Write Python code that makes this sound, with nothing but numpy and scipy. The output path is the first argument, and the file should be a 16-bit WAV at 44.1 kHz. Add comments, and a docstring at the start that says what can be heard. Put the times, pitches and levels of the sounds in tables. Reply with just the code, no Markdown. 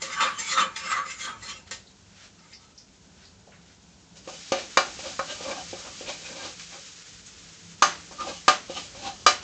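"""Stirring paste in a wok

Close by, a spoon taps and scrapes a bowl, then knocks and drags on a steel wok while oil sizzles and spits.
Blows ring decaying modes over a rattle with brief wall echoes; strokes drive modes with gritty noise.
Steam bubbles are grainy noise. Burner and room give an unsteady rumble and a wavering drone in narrow
bands; far knocks are noise bursts, and rustles are faint broad swells."""
import sys
import numpy as np
from scipy import signal
from scipy.fft import rfft, irfft, next_fast_len
from scipy.io import wavfile
from scipy.ndimage import map_coordinates

SR = 44100
rng = np.random.default_rng(int(sys.argv[2]) if len(sys.argv) > 2 else 0)


def master(y):
    """Save y as 16-bit WAV."""
    cut = np.clip(np.atleast_2d(y).T, -1, 1)
    pcm = np.round(cut * 32767)  # scale
    wavfile.write(sys.argv[1], SR, pcm.astype(np.int16))


N = 415863
STEP = 64  # samples between control values


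def amp(db):
    """Gain of a dB value."""
    return 10 ** (np.asarray(db) / 20)


def unit(x):
    """x at rms 1."""
    return x / np.sqrt(np.mean(x ** 2) + 1e-20)


def along(points, hz):
    """Value at hz from (Hz, value) points on a log axis."""
    point_hz, values = np.transpose(points)
    return np.interp(np.log(hz + 1), np.log(point_hz + 1), values)


def curve(points):
    """(s, value) points, one value per sample."""
    return np.interp(np.arange(N) / SR, *np.transpose(points))


def wobble(rate_hz):
    """Smooth random curve with rate_hz knots a second."""
    knots = rng.standard_normal(int(N * rate_hz / SR) + 4)
    positions = np.arange(0, N + STEP, STEP) * rate_hz / SR
    return map_coordinates(knots, [positions]).repeat(STEP)[:N]


def filtered(x, response):
    """x times a response of frequency."""
    size = next_fast_len(len(x) + 8192)
    return irfft(rfft(x, size) * response(np.fft.rfftfreq(size, 1 / SR)), size)[:len(x)]


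def hiss(spectrum, grain_db):
    """Coloured noise of rms 1; grain_db scatters the size of its tiny impacts."""
    sizes = amp(grain_db * np.minimum(rng.exponential(size=N), 5))
    grains = rng.standard_normal(N) * sizes
    return unit(filtered(grains, lambda hz: amp(along(spectrum, hz))))


def narrow(peaks):
    """Noise of rms 1 inside narrow peaks."""
    def response(hz):
        return sum(amp(db) / (1 + ((hz - centre) / width * 2) ** 2) for centre, width, db in peaks)
    return unit(filtered(rng.standard_normal(N), response))


def dying(t60s, length):
    """Noise of energy 1 whose every frequency dies at its own speed."""
    hz, t, spectra = signal.stft(rng.standard_normal(length), SR, nperseg=128)
    decay = amp(-60 * t / along(t60s, hz)[:, None])
    tail = signal.istft(spectra * decay, SR, nperseg=128)[1][:length]
    return tail / np.linalg.norm(tail)


def swells(peaks_s, rises_s, dbs, fall_db_per_s):
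    """Level in dB of each stroke (rows) per control step: it climbs 20 dB in its rise, then dies away."""
    late = np.arange(0, N + STEP, STEP) / SR - np.asarray(peaks_s)[:, None]
    climb = 20 * late / np.asarray(rises_s)[:, None]
    return np.asarray(dbs)[:, None] + np.where(late < 0, climb, -fall_db_per_s * late)


def together(levels_db):
    """Gain per sample of overlapping strokes, added by energy."""
    gain = np.sqrt((amp(levels_db) ** 2).sum(axis=0))
    return np.interp(np.arange(N), np.arange(len(gain)) * STEP, gain)


def drag(strokes, bands_db, falls, edges_hz, modes, rasp, rings_db, shift_db, favour_db_per_octave, rate_hz):
    """Grit under the spoon drives each mode; the moving contact favours now one mode, now another."""
    peaks, rises, *_, lower, upper = np.transpose(strokes)
    loudest = swells(peaks, rises, np.max(bands_db, axis=0), falls[0]).argmax(axis=0)
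    favoured_hz = np.array([lower[loudest], upper[loudest]])
    grit = hiss(rasp, grain_db=1.5) * amp(1.2 * wobble(40))
    out = np.zeros(N)
    for db, fall, ring_db, lo, hi in zip(bands_db, falls, rings_db, edges_hz, edges_hz[1:]):
        broad = unit(filtered(grit, lambda hz: (hz >= lo) & (hz < hi)))
        gains, tones = [], []
        for hz, width_hz, level_db in modes:
            if not lo <= hz < hi:
                continue
            octaves = np.abs(np.log2(favoured_hz / hz)).min(axis=0)
            off = np.minimum(octaves, .2).repeat(STEP)[:N]
            gains.append(amp(level_db - favour_db_per_octave * off + shift_db * wobble(rate_hz)))
            resonator = signal.iirpeak(hz, hz / width_hz, SR)
            tones.append(unit(signal.lfilter(*resonator, rng.standard_normal(N))))
        total = np.sqrt(sum(g ** 2 for g in gains))  # the contact shares out a fixed energy
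        rings = sum(tone * g for tone, g in zip(tones, gains))
        texture = unit(broad + amp(ring_db) * rings / total)
        out += together(swells(peaks, rises, db, fall)) * texture
    return out


def minimum_phase(colour):
    """Causal impulse response of (Hz, dB) points, by folding the cepstrum."""
    size = 8192
    cepstrum = irfft(np.log(amp(along(colour, np.fft.rfftfreq(size, 1 / SR)))))
    fold = np.r_[1, np.full(size // 2 - 1, 2), 1, np.zeros(size // 2 - 1)]
    return irfft(np.exp(rfft(cepstrum * fold)))[:size // 4]


def strike(events, high_db, high_per_low, modes, rattle_db, crack_db, crack_t60_s, gain_db):
    """Each blow rings the modes at new strengths, over a dense rattle of unresolved modes and wall echoes."""
    # rattle and wall decay before the spoon's damping: (frequency [Hz], t60 [s])
    walls = [(150, 1), (600, 0.37), (2500, 0.45), (8000, 0.34)]
    # centres of the colour bands, lows to highs: (frequency [Hz])
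    bands_hz = [500, 1250, 2800, 6200]
    travel_s = .002  # steel to microphone
    out, t = np.zeros(N + SR), np.arange(SR // 2) / SR
    for s, db, share, favoured_hz, low_db, middle_db in events:
        ring = np.zeros(len(t))
        for hz, level_db, t60_s in modes:
            # the spot struck favours one mode
            near_db = 7.5 * np.exp(-(np.log2(hz / favoured_hz) / 0.038) ** 2)
            gain = amp(level_db + near_db + rng.normal(0, 3.3) - 60 * t / t60_s)
            ring += gain * np.sin(2 * np.pi * hz * t)
        rattle = amp(rattle_db) * dying(walls, len(t))
        crack = amp(crack_db - 60 * t / crack_t60_s) * rng.standard_normal(len(t))
        damping = amp(-60 * t / .2 * (1 / np.clip(share, .2, 1.5) - 1))
        blow = (ring / np.linalg.norm(ring) + rattle) * damping + crack
        bands = [low_db, 0, middle_db, middle_db + high_db + high_per_low * low_db]
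        lows = [(25, low_db - 60), (80, low_db - 25), (250, low_db - 3)]
        highs = [(7500, bands[-1] - 3), (8800, bands[-1] - 24)]
        colour = [*lows, *zip(bands_hz, bands), *highs]
        blow = signal.fftconvolve(blow, minimum_phase(colour))[:len(t)]
        onset = 1 - np.exp(-t / 0.00093)
        out[round((s + travel_s) * SR):][:len(t)] += amp(db + gain_db) * blow * onset
    return out[:N]


def pips(events, spread, t60_s, gain_db):
    """Short bursts of noise about one pitch; spread is in natural-log frequency."""
    out, t = np.zeros(N + SR), np.arange(SR // 4) / SR
    for s, db, hz in events:
        noise = filtered(rng.standard_normal(len(t)), lambda f: np.exp(-(np.log((f + 1) / hz) / spread) ** 2))
        envelope = amp(db + gain_db - 60 * t / t60_s) * (1 - np.exp(-t / 0.00091))
        out[round(s * SR):][:len(t)] += envelope * unit(noise)
    return out[:N]


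def bowl():
    """The spoon taps and scrapes the bowl; many minor modes crowd between the main ones."""
    # light bright strokes between pressed ones: (peak time [s], rise by 20 dB [s], low level [dB],
    # body level [dB], treble level [dB], lower favoured pitch [Hz], upper favoured pitch [Hz])
    bowl_strokes = [(0.024, 0.019, -45, -52, -36.5, 1980, 3710),
                    (0.106, 0.15, -50, -39.5, -41.5, 1260, 3500),
                    (0.135, .04, -55, -41.5, -34.5, 1990, 3680), (0.235, 0.093, -38, -19, -27, 1150, 3070),
                    (0.285, 0.12, -45, -28, -36, 1190, 2970), (0.402, 0.032, -45, -46.5, -33.5, 2020, 2870),
                    (0.531, 0.17, -46, -35, -28, 1320, 3950), (0.603, 0.077, -34.5, -19.5, -25, 1284, 3390),
                    (0.768, 0.013, -51, -50, -36.5, 1760, 3550),
                    (0.866, 0.14, -49, -41.5, -37.5, 1290, 3320), (0.928, 0.13, -46, -30, -32, 1450, 2700),
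                    (0.98, 0.11, -47, -24, -34.5, 1160, 2020), (1.065, .02, -51, -43, -40.5, 1175, 3740),
                    (1.112, 0.061, -64, -45, -35.5, 2110, 2700),
                    (1.216, 0.058, -62, -49, -36.5, 1760, 3260),
                    (1.255, 0.088, -53, -45, -35.5, 1770, 3240),
                    (1.294, 0.089, -44, -32.5, -40.5, 1180, 3260),
                    (1.433, 0.01, -56, -59.5, -43.5, 1930, 3990), (1.503, 0.11, -55, -42, -37, 1560, 4180),
                    (1.57, 0.14, -57, -57, -47.5, 1500, 2800), (2.39, .03, -66, -59, -64, 1360, 4630),
                    (2.46, .1, -61, -59.5, -60, 1220, 3830), (2.528, .06, -68, -65, -53.5, 1560, 5000),
                    (2.636, 0.12, -66, -63, -62.5, 1260, 3910), (2.7, .1, -65, -63.5, -68, 1310, 3640)]
    # bowl modes: (frequency [Hz], width when dragged [Hz], relative level [dB])
    bowl_modes = [(529.3, 16, -8), (907, 31, -5), (1146.4, 25, -4), (1190, 53, -8), (1286, 40, -2),
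                  (1556, 85, -5.5), (1720, 29, -22), (1850, 36, -8), (2026, 35, -5), (2110, 47, -7),
                  (2410, 30, -9), (2700, 50, -10), (3256, 42, -15), (3440, 20, -18), (3750, 40, -19.5),
                  (4200, 43, -10), (4620, 35, -19), (4980, 66, -8), (5220, 35, -16), (5560, 60, -22),
                  (6170, 40, -9.5), (6340, 60, -20), (7300, 73, -11.5), (7170, 32, -5.5), (7150, 77, -9.5),
                  (9030, 60, -8), (8630, 60, -28)]
    # scraping grit spectrum: (frequency [Hz], relative level [dB])
    bowl_rasp = [(59, -67), (100, -30), (182, -5), (260, -12), (520, -15.5), (815, -41), (1250, -7),
                 (1380, -16), (5720, -16), (7300, -10), (8800, -57.5), (11400, -76), (19400, -120)]
    # stroke decay, lows to edge hiss: (fall [dB/s])
    bowl_falls = [160, 203, 240, 270]
    # taps: (time [s], relative clang level [dB], share of full ring time [1], favoured pitch [Hz],
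    # lows over the clang [dB], middle over the clang [dB])
    taps = [(0.017, -36, 0.96, 540, 6.5, 8.5), (0.203, -17, .98, 1200, -20.5, 0.4),
            (0.385, -45, 0.86, 2170, 4, 13.5), (0.573, -12.5, 0.87, 1300, -19.5, -7),
            (0.759, -36, 0.83, 3450, -4, 8.5), (0.914, -19, 0.6, 1164, -18.5, -3),
            (1.209, -57, 0.95, 3240, 1.2, 18), (1.423, -46, 1, 1940, 6, 0.4),
            (1.708, -36, 0.84, 1840, 3.5, 8)]

    minor = [(2000 + 6000 * u, 45, -11 - 4 * u) for u in rng.random(size=18)]
    _, _, low_db, body_db, treble_db, _, _ = np.transpose(bowl_strokes)
    edge_db = treble_db - 4 - 0.36 * (body_db - treble_db)  # less edge hiss where the body outweighs the treble
    strokes = drag(bowl_strokes, [low_db, body_db, treble_db, edge_db], bowl_falls,
                   edges_hz=[0, 1000, 1790, 4500, SR], modes=bowl_modes + minor, rasp=bowl_rasp,
                   rings_db=[4, 4, 4.4, 3.0], shift_db=10.0, favour_db_per_octave=51.5, rate_hz=16)
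    ringing = [(hz, db, 1.6 / width_hz + 0.2) for hz, width_hz, db in bowl_modes]
    # taps with little low end are also duller
    return strokes + strike(taps, high_db=-0.1, high_per_low=0.45, modes=ringing, rattle_db=2.5,
                            crack_db=-22.5, crack_t60_s=0.011, gain_db=28)


def kitchen():
    """A low unsteady rumble in the room's modes, a wavering drone and far knocks."""
    # burner and room spectrum: (frequency [Hz], relative level [dB])
    hum_spectrum = [(12, -68.5), (20, -34.5), (27, -32.5), (30, -47), (43, -3), (138, -4.5), (172, -7),
                    (198, 2.5), (217, -9), (439, -11), (489, -13.5), (1010, -16), (1080, -20.5),
                    (1160, -23.5), (1500, -18.5), (1950, -40.5), (3300, -120)]
    # low room modes: (frequency [Hz], width [Hz], relative level [dB])
    boom_peaks = [(61, 11, -5.5), (80, 16, -10), (101.2, 10, -3), (204, 6.3, -10), (252, 42, -14)]
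    # rumble course before wobble: (time [s], relative level [dB])
    rumble_points = [(0, -64.5), (1.5, -62.5), (2.1, -64.5), (4.6, -64.5), (5.0, -59.5), (6.8, -63.5),
                     (8.0, -62), (9.43, -59.5)]
    # drone band: (frequency [Hz], width [Hz], relative level [dB])
    drone_peaks = [(168.3, 8.3, 0)]
    # drone course before wobble: (time [s], level [dB])
    drone_points = [(0, -64), (1.6, -72), (2.3, -63), (3.3, -66), (3.7, -59), (6.5, -60), (7.3, -57.5),
                    (9.43, -65.5)]
    # small knocks further off: (time [s], relative level [dB], pitch [Hz])
    far_knocks = [(2.525, -45, 2700), (3.473, -42.5, 500), (3.518, -43, 1690)]

    noise = amp(6) * hiss(hum_spectrum, grain_db=0.5) + amp(1.0) * narrow(boom_peaks)
    rumble = amp(curve(rumble_points) + 0.97 * wobble(2.6)) * noise
    drone = amp(curve(drone_points) + 2.7 * wobble(3.5)) * narrow(drone_peaks)
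    return rumble + drone + pips(far_knocks, spread=0.57, t60_s=0.27, gain_db=-7.5)


def oil():
    """Countless steam bubbles burst in the oil, with a few louder spits."""
    # sizzle course before wobble, the stirred paste fries harder: (time [s], level [dB])
    sizzle_points = [(0, -61), (1.95, -59), (4.12, -59), (4.24, -53.5), (4.4, -45.5), (5.37, -41),
                     (5.75, -43.5), (6.35, -43.5), (7.03, -47.5), (7.47, -49), (8.2, -47.5), (8.4, -48),
                     (8.7, -47), (9.43, -51.5)]
    # bubble noise spectrum: (frequency [Hz], relative level [dB])
    fizz = [(180, -24.5), (300, 0.5), (371, -30), (446, -3), (635, -15), (807, -13), (1090, -8), (1230, -4),
            (7020, 0.5), (7530, -3.5), (8800, -21), (11400, -56), (19400, -120)]
    # single spits: (time [s], relative level [dB], pitch [Hz])
    spits = [(1.8682, -43, 4080), (2.3894, -48, 5040), (2.5328, -33, 4980), (2.7767, -34.5, 5300),
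             (3.2515, -41, 4610), (7.26, -35.5, 6600)]

    level_db = curve(sizzle_points) + 0.35 * wobble(4.4) + 1.1 * wobble(45)
    return amp(level_db) * hiss(fizz, grain_db=1.5) + pips(spits, spread=0.18, t60_s=0.21, gain_db=-9)


def singing():
    """The dragged spoon briefly makes one mode of bowl or wok sing: short swelling sines."""
    # tones: (start [s], length [s], peak level [dB], frequency [Hz])
    tones = [(.02, 0.065, -36, 537), (0.123, .05, -36, 1990), (0.384, 0.055, -30, 7400),
             (.48, 0.12, -33.5, 4210), (.48, 0.09, -39, 3470), (0.757, 0.023, -33, 3450),
             (.92, 0.077, -28.5, 2010), (1.083, 0.078, -41, 2630), (1.076, .06, -45, 4950),
             (1.205, 0.052, -38, 3320), (1.42, .04, -41.5, 1960), (2.6, .13, -61.5, 1304),
             (2.597, 0.12, -64, 933), (5.05, 0.059, -33.5, 544), (5.282, .11, -41.5, 1590),
             (6.24, 0.071, -41, 2500), (6.39, 0.07, -42, 1600), (8.183, 0.1, -29.5, 1209),
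             (9.03, 0.14, -34, 795)]
    out = np.zeros(N)
    for s, length_s, db, hz in tones:
        t = np.arange(round(length_s * SR)) / SR
        swell = np.sin(np.pi * np.sqrt(t / length_s)) ** 2  # peaks at a quarter of the length
        out[round(s * SR):][:len(t)] += amp(db) * swell * np.sin(2 * np.pi * (hz * t + rng.random()))
    return out


def rustles():
    """Brief broad swells of fine-grained noise."""
    # faint rustles: (peak time [s], rise by 20 dB [s], level [dB])
    rustle_swells = [(1.676, .02, -49.5), (2.248, 0.22, -48), (3.242, 0.2, -54), (3.724, 0.3, -57),
                     (6.734, 0.06, -43)]
    # rustle spectrum: (frequency [Hz], relative level [dB])
    rustle_spectrum = [(350, -35), (600, -4), (899, -13), (1330, -2), (5680, -5), (7440, -9), (8800, -30),
                       (11400, -63), (19400, -120)]
    levels_db = swells(*np.transpose(rustle_swells), fall_db_per_s=230)
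    return together(levels_db) * hiss(rustle_spectrum, grain_db=3.0)


def wok():
    """The spoon knocks and scrapes the wok; under the pressed spoon the modes are broader."""
    # modes of wok and spoon: (frequency [Hz])
    wok_hz = [358, 543, 592, 717, 751, 795, 1093, 1155, 1209, 1263, 1400, 1451, 1542, 1598, 1765, 2050,
              2218, 2347, 2500, 2668, 2880, 2992, 3300, 3833, 4062, 4350, 4800, 5566, 6110, 6410]
    # the same modes: (relative level [dB], t60 before the spoon's damping [s])
    wok_modes = [(-10.5, 0.27), (-0.5, 0.16), (-9.5, 0.29), (-12.5, 0.4), (-3.5, .2), (-5, 0.18),
                 (-5, 0.18), (-5, 0.12), (-2, 0.15), (-6.5, 0.092), (-11.5, .28), (-9, 0.26), (-10, 0.15),
                 (-6, 0.17), (-9, 0.16), (-20, 0.16), (-14.5, 0.13), (-2.5, .16), (-4.5, 0.075),
                 (-11.5, 0.31), (-11, 0.3), (-8, 0.22), (-14, 0.22), (-7.5, 0.15), (-7.5, 0.25),
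                 (-8.5, 0.22), (-4.5, 0.19), (-11, 0.27), (-12, 0.33), (-8.5, 0.23)]
    # drags: (peak time [s], rise by 20 dB [s], body level [dB], treble level [dB],
    # lower favoured pitch [Hz], upper favoured pitch [Hz])
    wok_strokes = [(4.17, 0.027, -56, -55, 600, 3410), (4.29, .02, -42.5, -48.5, 645, 3090),
                   (4.34, 0.091, -47, -45, 567, 3070), (4.42, 0.17, -62, -51, 565, 3570),
                   (4.49, .2, -68, -49, 447, 3650), (4.59, 0.064, -34.5, -36, 570, 3740),
                   (4.88, 0.082, -40, -45, 890, 3400), (5.006, 0.056, -47, -44.5, 339, 2760),
                   (5.068, .08, -37, -39.5, 593, 3260), (5.13, .2, -51, -45, 700, 3840),
                   (5.31, 0.067, -37.5, -36, 630, 2800), (5.44, 0.071, -39, -41.5, 550, 3100),
                   (5.515, 0.14, -32, -38.5, 593, 2400), (5.59, 0.11, -37.5, -43, 710, 3060),
                   (5.714, .15, -62, -46, 487, 3150), (5.8, 0.13, -47.5, -47, 500, 3530),
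                   (5.872, .1, -39.5, -45.5, 554, 2830), (6.0, 0.18, -61, -48, 450, 3400),
                   (6.096, 0.06, -34.5, -33, 602, 2360), (6.268, .08, -46.5, -42.5, 641, 2450),
                   (6.32, .1, -41.5, -55, 530, 3360), (6.461, 0.21, -36.5, -38.5, 594, 3560),
                   (6.63, .1, -61, -46.5, 670, 3450), (6.754, 0.055, -45.5, -50, 884, 2420),
                   (6.87, 0.27, -68, -53.5, 565, 3680), (8.124, 0.026, -44, -55, 585, 2880),
                   (8.21, .03, -33.5, -39.5, 1274, 3400), (8.296, 0.11, -33, -39.5, 757, 3660),
                   (8.37, .2, -56, -45, 845, 2940), (8.71, 0.055, -44.5, -44, 407, 3170),
                   (8.776, 0.064, -36.5, -33.5, 700, 2950), (8.86, 0.17, -60, -52, 604, 3200),
                   (8.97, .05, -48, -48.5, 587, 2720), (9.074, .1, -34, -36, 757, 4080),
                   (9.23, .3, -61, -54, 450, 3250), (9.43, 0.022, -44, -43, 659, 2990)]
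    # scraping grit spectrum: (frequency [Hz], relative level [dB])
    wok_rasp = [(29, -44), (50, -8), (141, -23), (195, -5.5), (350, -1.5), (454, -16.5), (529, 3),
                (685, -17), (780, -4), (969, -5), (1180, -15.5), (1340, -24.5), (2980, -10), (7090, -13),
                (8800, -32.5), (11400, -58.5), (19400, -120)]
    # stroke decay, body to edge hiss: (fall [dB/s])
    wok_falls = [245, 212, 170]
    # blows, dull where paste pads the spoon: (time [s], relative clang level [dB],
    # share of full ring time [1], favoured pitch [Hz], lows over the clang [dB], middle over the clang [dB])
    blows = [(4.153, -62, 1, 2990, 3, 12), (4.273, -40, 0.6, 1150, 11.5, 1),
             (4.518, -19.5, 0.93, 1210, 5, 0), (4.77, -7, 0.81, 1232, -5.5, -7.5),
             (4.988, -40.5, 0.4, 272, 8.5, 2), (5.19, -17.5, 0.83, 1130, -5, -14.5),
             (5.405, -50.5, 0.57, 543, 19, 3), (5.728, -42.5, 0.85, 516, 17, 2),
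             (6.007, -53, 0.92, 285, 25.5, 13), (6.593, -43, 0.72, 2920, -20, 4),
             (7.82, -6.5, 0.96, 1210, -10.5, -7.5), (8.109, -46, 0.54, 526, 9, -8),
             (8.478, -6, 0.85, 1210, -6, -4.5), (8.695, -49, 0.79, 202, 26, 5),
             (8.947, -43.5, 0.83, 595, 4.5, -17), (9.262, -4.5, 0.87, 1237, -10, -5.5)]

    modes = [(hz, *rest) for hz, rest in zip(wok_hz, wok_modes)]
    damped = [(hz, 2.5 / t60_s + 6 + 0.011 * hz, db) for hz, db, t60_s in modes]
    _, _, body_db, treble_db, _, _ = np.transpose(wok_strokes)
    edge_db = -44 + 0.54 * (treble_db + 43.5)  # edge hiss swings less than the treble
    strokes = drag(wok_strokes, [body_db, treble_db, edge_db], wok_falls, edges_hz=[0, 1700, 4500, SR],
                   modes=damped, rasp=wok_rasp, rings_db=[4, -1.5, -8], shift_db=5.5,
                   favour_db_per_octave=66, rate_hz=12)
    # the heavier the lows, the duller
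    return strokes + strike(blows, high_db=-3.5, high_per_low=-0.42, modes=modes, rattle_db=-1,
                            crack_db=-21, crack_t60_s=0.036, gain_db=28.5)


def scene():
    """All sources at one microphone."""
    return (bowl() + kitchen() + oil() + singing() + rustles() + wok())[None]


def record(dry):
    """The loudest peaks are squeezed, the treble rolls off and nothing is kept above the band limit."""
    # microphone roll-off: (frequency [Hz], level [dB])
    roll_off = [(8300, -1), (8900, -10), (9150, -34), (9300, -46.5)]
    top_hz = 9250
    soft = dry[0] / (1 + np.abs(dry[0] / .9) ** 6) ** (1 / 6)
    return filtered(soft, lambda hz: amp(along(roll_off, hz)) * (hz < top_hz))[None]


dry = scene()
out = record(dry)
master(out)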